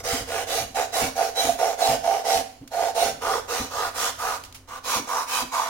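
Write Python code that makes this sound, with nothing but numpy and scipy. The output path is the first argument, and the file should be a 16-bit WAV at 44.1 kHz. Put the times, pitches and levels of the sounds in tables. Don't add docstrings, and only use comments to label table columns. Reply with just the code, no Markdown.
import sys
import numpy as np
from scipy import signal
from scipy.fft import rfft, irfft, next_fast_len
from scipy.io import wavfile
from scipy.ndimage import uniform_filter1d, map_coordinates

SR = 44100
rng = np.random.default_rng(int(sys.argv[2]) if len(sys.argv) > 2 else 0)


def transcribe(u):
    v = np.clip(np.atleast_2d(u).T, -1, 1)
    q = np.round(v * 32767).astype(np.int16)
    wavfile.write(sys.argv[1], SR, q)


N = 250929

DEEPENS_S = [3.19, 4.65]
# frequency_hz, density_db
RASP = [(500, -18.5), (1100, -2.5), (1700, -6), (2200, -2), (2900, -0.5), (4000, -2.5), (5000, -0.5),
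        (6300, -0.5), (7100, -2), (7900, -7), (9100, -4), (11000, -7.5), (13000, -11), (16000, -11)]


def amp(db):
    return 10 ** (np.asarray(db) / 20)


def unit(x):
    return x / np.sqrt(np.mean(x ** 2) + 1e-20)


def along(points, hz):
    frequencies, values = np.transpose(points)
    return np.interp(np.log(hz + 1), np.log(frequencies), values)


def curves(rows):
    times, *columns = np.transpose(rows)
    return [np.interp(np.arange(N) / SR, times, column) for column in columns]


def span(start, end):
    return np.arange(max(round(start * SR), 0), min(round(end * SR), N))


def wobble(rate):
    coarse = np.arange(0, N + 32, 32)
    knots = rng.standard_normal(int(N * rate / SR) + 4)
    return np.interp(np.arange(N), coarse, map_coordinates(knots, [coarse * rate / SR]))


def filtered(x, response):
    size = next_fast_len(N + SR // 10, True)
    return irfft(rfft(x, size) * response(np.fft.rfftfreq(size, 1 / SR)), size)[..., :N]


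def coloured(x, spectrum):
    return unit(filtered(x, lambda hz: amp(along(spectrum, hz))))


def ring(x, modes):
    return sum((-1) ** k * amp(db) * signal.lfilter(*signal.iirpeak(hz, hz / width, fs=SR), x)
               for k, (hz, width, db) in enumerate(modes))


def steady(x, seconds):
    window = np.hanning(int(seconds * SR))
    power = np.mean(np.atleast_2d(x) ** 2, axis=0)
    local_power = np.abs(signal.fftconvolve(power, window / window.sum(), 'same'))
    return x / np.sqrt(local_power + 1e-3 * power.mean())


def lagged(level, seconds):
    fade = np.exp(-1 / (seconds * SR))
    return signal.lfilter([1 - fade], [1, -fade], level)


def blows(rows):
    level = np.zeros(N)
    for start, db, decay in rows:
        i = span(start, start + decay)
        age = (i - i[0]) / SR
        level[i] += amp(db - 60 * age / decay) * (1 - np.exp(-age / (0.022 * decay)))
    return level


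def arm():
    # start_s, end_s, force_db, force_rise_db
    pushes = [(.02, .258, -1.5, -7.5), (.452, .666, -0.5, -0.5), (.91, 1.116, 0.9, -6),
              (1.336, 1.579, -1, -10), (1.762, 1.991, 0.5, 1.5), (2.228, 2.438, 0, -2),
              (2.932, 3.145, -0.5, -6), (3.465, 3.705, -4, -12), (3.928, 4.129, 0, 4.5),
              (4.822, 5.018, -0.26, 9.5), (5.252, 5.452, -0.5, 8)]
    pulls = [(-.17, .034, -5.5, 0), (.257, .46, -.5, 3.5), (.738, .872, 2.5, -4.5), (1.146, 1.32, 1, -5.5),
             (1.572, 1.765, 0.1, -9), (2.018, 2.243, -2, -6.5), (2.699, 2.931, -1.5, 4),
             (3.198, 3.42, 1, 1), (3.687, 3.916, -.5, 7), (4.168, 4.394, 0.5, -2),
             (4.666, 4.805, -10.5, 6.5), (5.057, 5.261, 0.5, 1), (5.504, 5.744, 0, -11)]
    # time_s, whole_db, low_ring_db, high_ring_db
    freedom = [(.3, 1, 12.5, 20), (.85, 2.5, -0.5, 8), (1.5, 4, 3, 7.5), (1.9, 9, -2.5, 1),
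               (2.8, 7.5, -2.5, 1.5), (3.4, 3.5, 7, 2), (4.2, 1, -3.5, 6), (4.9, 3.5, 5.5, -2),
               (5.65, 2.5, -8.5, -7.5)]
    # strokes, steel_db, bone_db, low_ring_db, steel_speed_power
    directions = [(pushes, -30, -31, 1.4, 1.03), (pulls, -37, -29, -2, 0.5)]
    seat_speed = 0.29
    bone_speed_power, bone_rise_factor = 0.92, 1.44
    speed, bite, scrape, stroke_low_db = np.zeros((4, N))
    for strokes, steel_db, bone_db, low_ring_db, steel_speed_power in directions:
        for start, end, force_db, rise_db in strokes:
            i = span(start, end)
            progress = (i / SR - start) / (end - start)
            swing = np.abs(np.sin(np.pi * progress))
            speed[i] = np.maximum(speed[i], swing)
            grip = np.tanh((swing / seat_speed) ** 2)
            lean_db = rise_db * (progress - .5)
            bone_force = amp(bone_db + force_db + bone_rise_factor * lean_db)
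            bite[i] += grip * swing ** bone_speed_power * bone_force
            scrape[i] += grip * swing ** steel_speed_power * amp(steel_db + force_db + lean_db)
            stroke_low_db[i] = low_ring_db
    whole_db, low_db, high_db = curves(freedom)
    bite *= amp(whole_db)
    bite = np.hypot(bite, 0.081 * lagged(bite, seconds=0.062))
    scrape = np.hypot(scrape, 0.18 * lagged(scrape, seconds=0.11))
    return speed, bite, scrape, amp(low_db + stroke_low_db), amp(high_db)


def tooth_strikes(speed):
    rate_hz = (90 + 330 * speed) * amp(.25 * wobble(70))
    due = np.diff(np.floor(np.cumsum(rate_hz) / SR), prepend=0) > 0
    return unit(due * amp(6.0 * rng.standard_normal(N)))


def crumbs(per_second, scatter_db):
    due = rng.random(N) < per_second / SR
    return unit(due * rng.standard_normal(N) * amp(scatter_db * rng.standard_normal(N)))


def bone(teeth, chatter, low_gain, high_gain):
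    # pitch_hz, width_hz, level_db
    shallow = [(466.6, 33, -4), (564, 42, -5), (681, 27.4, 6), (776.4, 28.3, 3.5), (895, 17.6, -3.5),
               (978, 180, -18), (1203, 33, -18), (1440, 24, -14), (1670, 86, -22), (2290, 630, -24)]
    halfway = [(462.6, 35.6, -2), (565.3, 31, -3), (677, 25, -0.5), (770, 20, 1.5), (866, 23, -1),
               (975, 46, 1), (1180, 60, 1.5), (1260, 69, -1.5), (1433, 32, -1), (1800, 300, -14.5)]
    deep = [(499, 37, -10), (671, 45, -7.5), (779, 24, -6.5), (884, 34, -3.5), (993, 34, 6),
            (1118, 77, 2.5), (1190, 55, 3.5), (1436, 75, -2), (2180, 630, -15)]
    # frequency_hz, gain_db
    damped_tone = [(100, -33), (280, 3.5), (420, 0.5), (1500, -2), (3000, -8), (8000, -28)]
    force = (teeth + 0.9 * crumbs(per_second=4000, scatter_db=2.5)) * chatter
    depth = np.searchsorted(DEEPENS_S, np.arange(N) / SR)
    body = sum(ring(force * (depth == k), modes) for k, modes in enumerate([shallow, halfway, deep]))
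    body = coloured(body, damped_tone)
    low = filtered(body, lambda hz: 1 / (1 + (hz / 600) ** 12))
    high = filtered(body, lambda hz: 1 - 1 / (1 + (hz / 1080) ** 12))
    return steady(body + low * (low_gain - 1) + high * (high_gain - 1), seconds=0.026)


def blade(teeth, chatter):
    # pitch_hz, width_hz, level_db
    steel_modes = [(3950, 29, -7.5), (5800, 180, -3), (6680, 31, -10.5), (9920, 360, -12)]
    # frequency_hz, density_db
    meal_spectrum = [(500, -23), (1000, 2.5), (1700, 10), (2600, -1.5), (5000, -12), (15000, -48)]
    contact = np.abs(uniform_filter1d(teeth, size=30))
    pressure = (1 + 0.2 * unit(contact)) * chatter
    common, left, right = (crumbs(per_second=20000, scatter_db=1.5) for _ in range(3))
    grit = (common + 2.55 * np.array([left, right])) * pressure
    hiss = coloured(grit, RASP) + amp(-5) * unit(ring(grit, steel_modes))
    meal = coloured(rng.standard_normal((2, N)) * pressure, meal_spectrum)
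    return patchy(steady(hiss + amp(-10.5) * meal, seconds=0.021), depth_db=2.85)


def patchy(x, depth_db):
    spectra = signal.stft(x, nperseg=1024)[2]
    patches = uniform_filter1d(rng.standard_normal(spectra.shape[-2:]), size=5, axis=0)
    patches = uniform_filter1d(patches, size=12, axis=1)
    return signal.istft(spectra * amp(depth_db * unit(patches)), nperseg=1024)[1][..., :N]


def cooler():
    # pitch_hz, level_db
    motor_tones = [(53.8, -57), (91.5, -53.5)]
    # time_s, gain_db
    swell = [(0, 3), (1.3, -7.5), (2.4, -11), (3.3, -2.5), (4.45, -3), (5.2, -12), (5.69, -10)]
    # frequency_hz, density_db
    air_spectrum = [(20, -0.5), (60, -6), (120, -3), (180, -15.5), (400, -12.5), (1000, -17), (3000, -33),
                    (15000, -39)]
    t = np.arange(N) / SR
    hum = np.zeros(N)
    for hz, db in motor_tones:
        peak = np.sqrt(2) * amp(db + 0.58 * wobble(5.6))
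        hum += peak * np.sin(2 * np.pi * hz * t + 1.1 * wobble(9.1))
    centre_air = amp(-51) * coloured(rng.standard_normal(N), air_spectrum)
    wide_air = amp(-65.5) * coloured(rng.standard_normal((2, N)), air_spectrum)
    return (hum + centre_air) * amp(curves(swell)[0]) + wide_air


def block(scrape):
    # start_s, level_db, decay_s, bow_offset_db
    rocks = [(0.13, -29, 0.064, 4), (.205, -37, 0.27, -17), (.598, -39.5, 0.47, -10), (1.014, -32, 0.29, 0),
             (1.44, -37, 0.39, -1), (1.879, -34, .46, -7), (2.345, -38, .33, -3), (2.611, -41.5, 0.13, 2.5),
             (2.772, -45, 0.093, -13), (3.035, -41.5, 0.76, -7), (3.595, -31, 0.17, -0.5),
             (4.955, -36.5, 0.24, 2.5), (5.418, -41, 0.22, 3)]
    # frequency_hz, density_db
    thud_spectrum = [(20, -7), (45, 4.5), (90, 3.5), (140, 2.5), (180, -8.5), (250, 5), (330, -6),
                     (500, -39), (1200, -72), (3000, -110)]
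    # pitch_hz, width_hz, level_db
    bow_mode = [(261.7, 9.9, 0)]
    knock = blows([(start, db, decay) for start, db, decay, _ in rocks])
    bow_knock = blows([(start, db + offset_db, decay) for start, db, decay, offset_db in rocks])
    thud = amp(2) * knock * steady(coloured(rng.standard_normal(N), thud_spectrum), seconds=0.025)
    bow = steady(ring(rng.standard_normal(N), bow_mode), seconds=0.058)
    drive = lagged(amp(2.5) * bow_knock + amp(-25) * scrape, seconds=0.013)
    return thud + bow * (drive + amp(-61))


def squeaks():
    # centre_s, level_db
    binds = [(.56, -43), (.958, -33), (1.395, -23.5), (1.84, -29), (2.329, -35), (3.019, -34), (4.935, -51)]
    # pitch_hz, width_hz, level_db
    singing_mode = [(3975, 30, 0)]
    half_length_s = 0.025
    t = np.arange(N) / SR
    level = sum(amp(db) * np.exp(-((t - centre) / half_length_s) ** 2) for centre, db in binds)
    tone = ring(ring(rng.standard_normal(N), singing_mode), singing_mode)
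    return level * steady(tone, seconds=0.017)


def catches():
    # centre_s, peak_db
    snags = [(.589, -20), (1.193, -17), (1.215, -12), (1.495, -10), (1.505, -15.5), (1.631, -15),
             (1.828, -8.5), (2.083, -17.5), (2.98, -15), (3.028, -11.5), (4.939, -22), (5.6, -15.5)]
    pitches = [707, 900, 940]
    t = np.arange(-SR // 50, SR // 50) / SR
    envelope = np.exp(-np.abs(t) / 0.0038)
    out = np.zeros(N)
    for centre, db in snags:
        hz = pitches[np.searchsorted(DEEPENS_S, centre)]
        i = round(centre * SR) + np.arange(len(t)) - len(t) // 2
        out[i] += amp(db) * envelope * np.sin(2 * np.pi * (hz * t + rng.random()))
    return out


def ticks():
    # start_s, level_db, decay_s
    touches = [(2.676, -35, 0.026), (3.226, -32, .012), (4.437, -31, 0.026), (4.446, -38, 0.086),
               (4.525, -35, 0.018), (4.544, -36, 0.13), (4.686, -41, 0.048)]
    return blows(touches) * coloured(rng.standard_normal((2, N)), RASP)


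def room(x):
    # frequency_hz, t60_s
    decay = [(200, 0.55), (1000, 0.42), (5000, 0.36), (15000, 0.27)]
    hz, t, spectra = signal.stft(rng.standard_normal((2, SR // 2)), SR, nperseg=256)
    tail = signal.istft(spectra * amp(-60 * t / along(decay, hz)[:, None]), SR, nperseg=256)[1]
    delayed = np.pad(x, (60, 0))[None]
    return signal.fftconvolve(delayed, tail / np.linalg.norm(tail[0]), axes=1)[:, :N]


def scene():
    # frequency_hz, left_minus_right_db
    balance = [(110, 0.5), (200, -1), (380, -4), (700, -6.5), (1290, -3), (2380, -4.5), (4400, -2.5),
               (8120, -3), (14000, -6.5)]
    left_lead_s, sides = 1e-4, np.array([[.5], [-.5]])
    speed, bite, scrape, low_gain, high_gain = arm()
    teeth = tooth_strikes(speed)
    judder = wobble(190)
    body = amp(.5) * bite * bone(teeth, amp(5.0 * judder), low_gain, high_gain) + catches()
    steel = amp(3.0) * scrape * blade(teeth, amp(judder)) + ticks() + squeaks()
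    sawing = body + steel + block(scrape)
    direct = filtered(sawing, lambda hz: np.exp(2j * np.pi * hz * left_lead_s * sides))
    reflections = room(amp(-7) * steel[0] + amp(-8.5) * body)
    return filtered(direct + reflections, lambda hz: amp(along(balance, hz) * sides)) + cooler()


def record(dry):
    return filtered(dry, lambda hz: hz < 16000)


dry = scene()
out = record(dry)
transcribe(out)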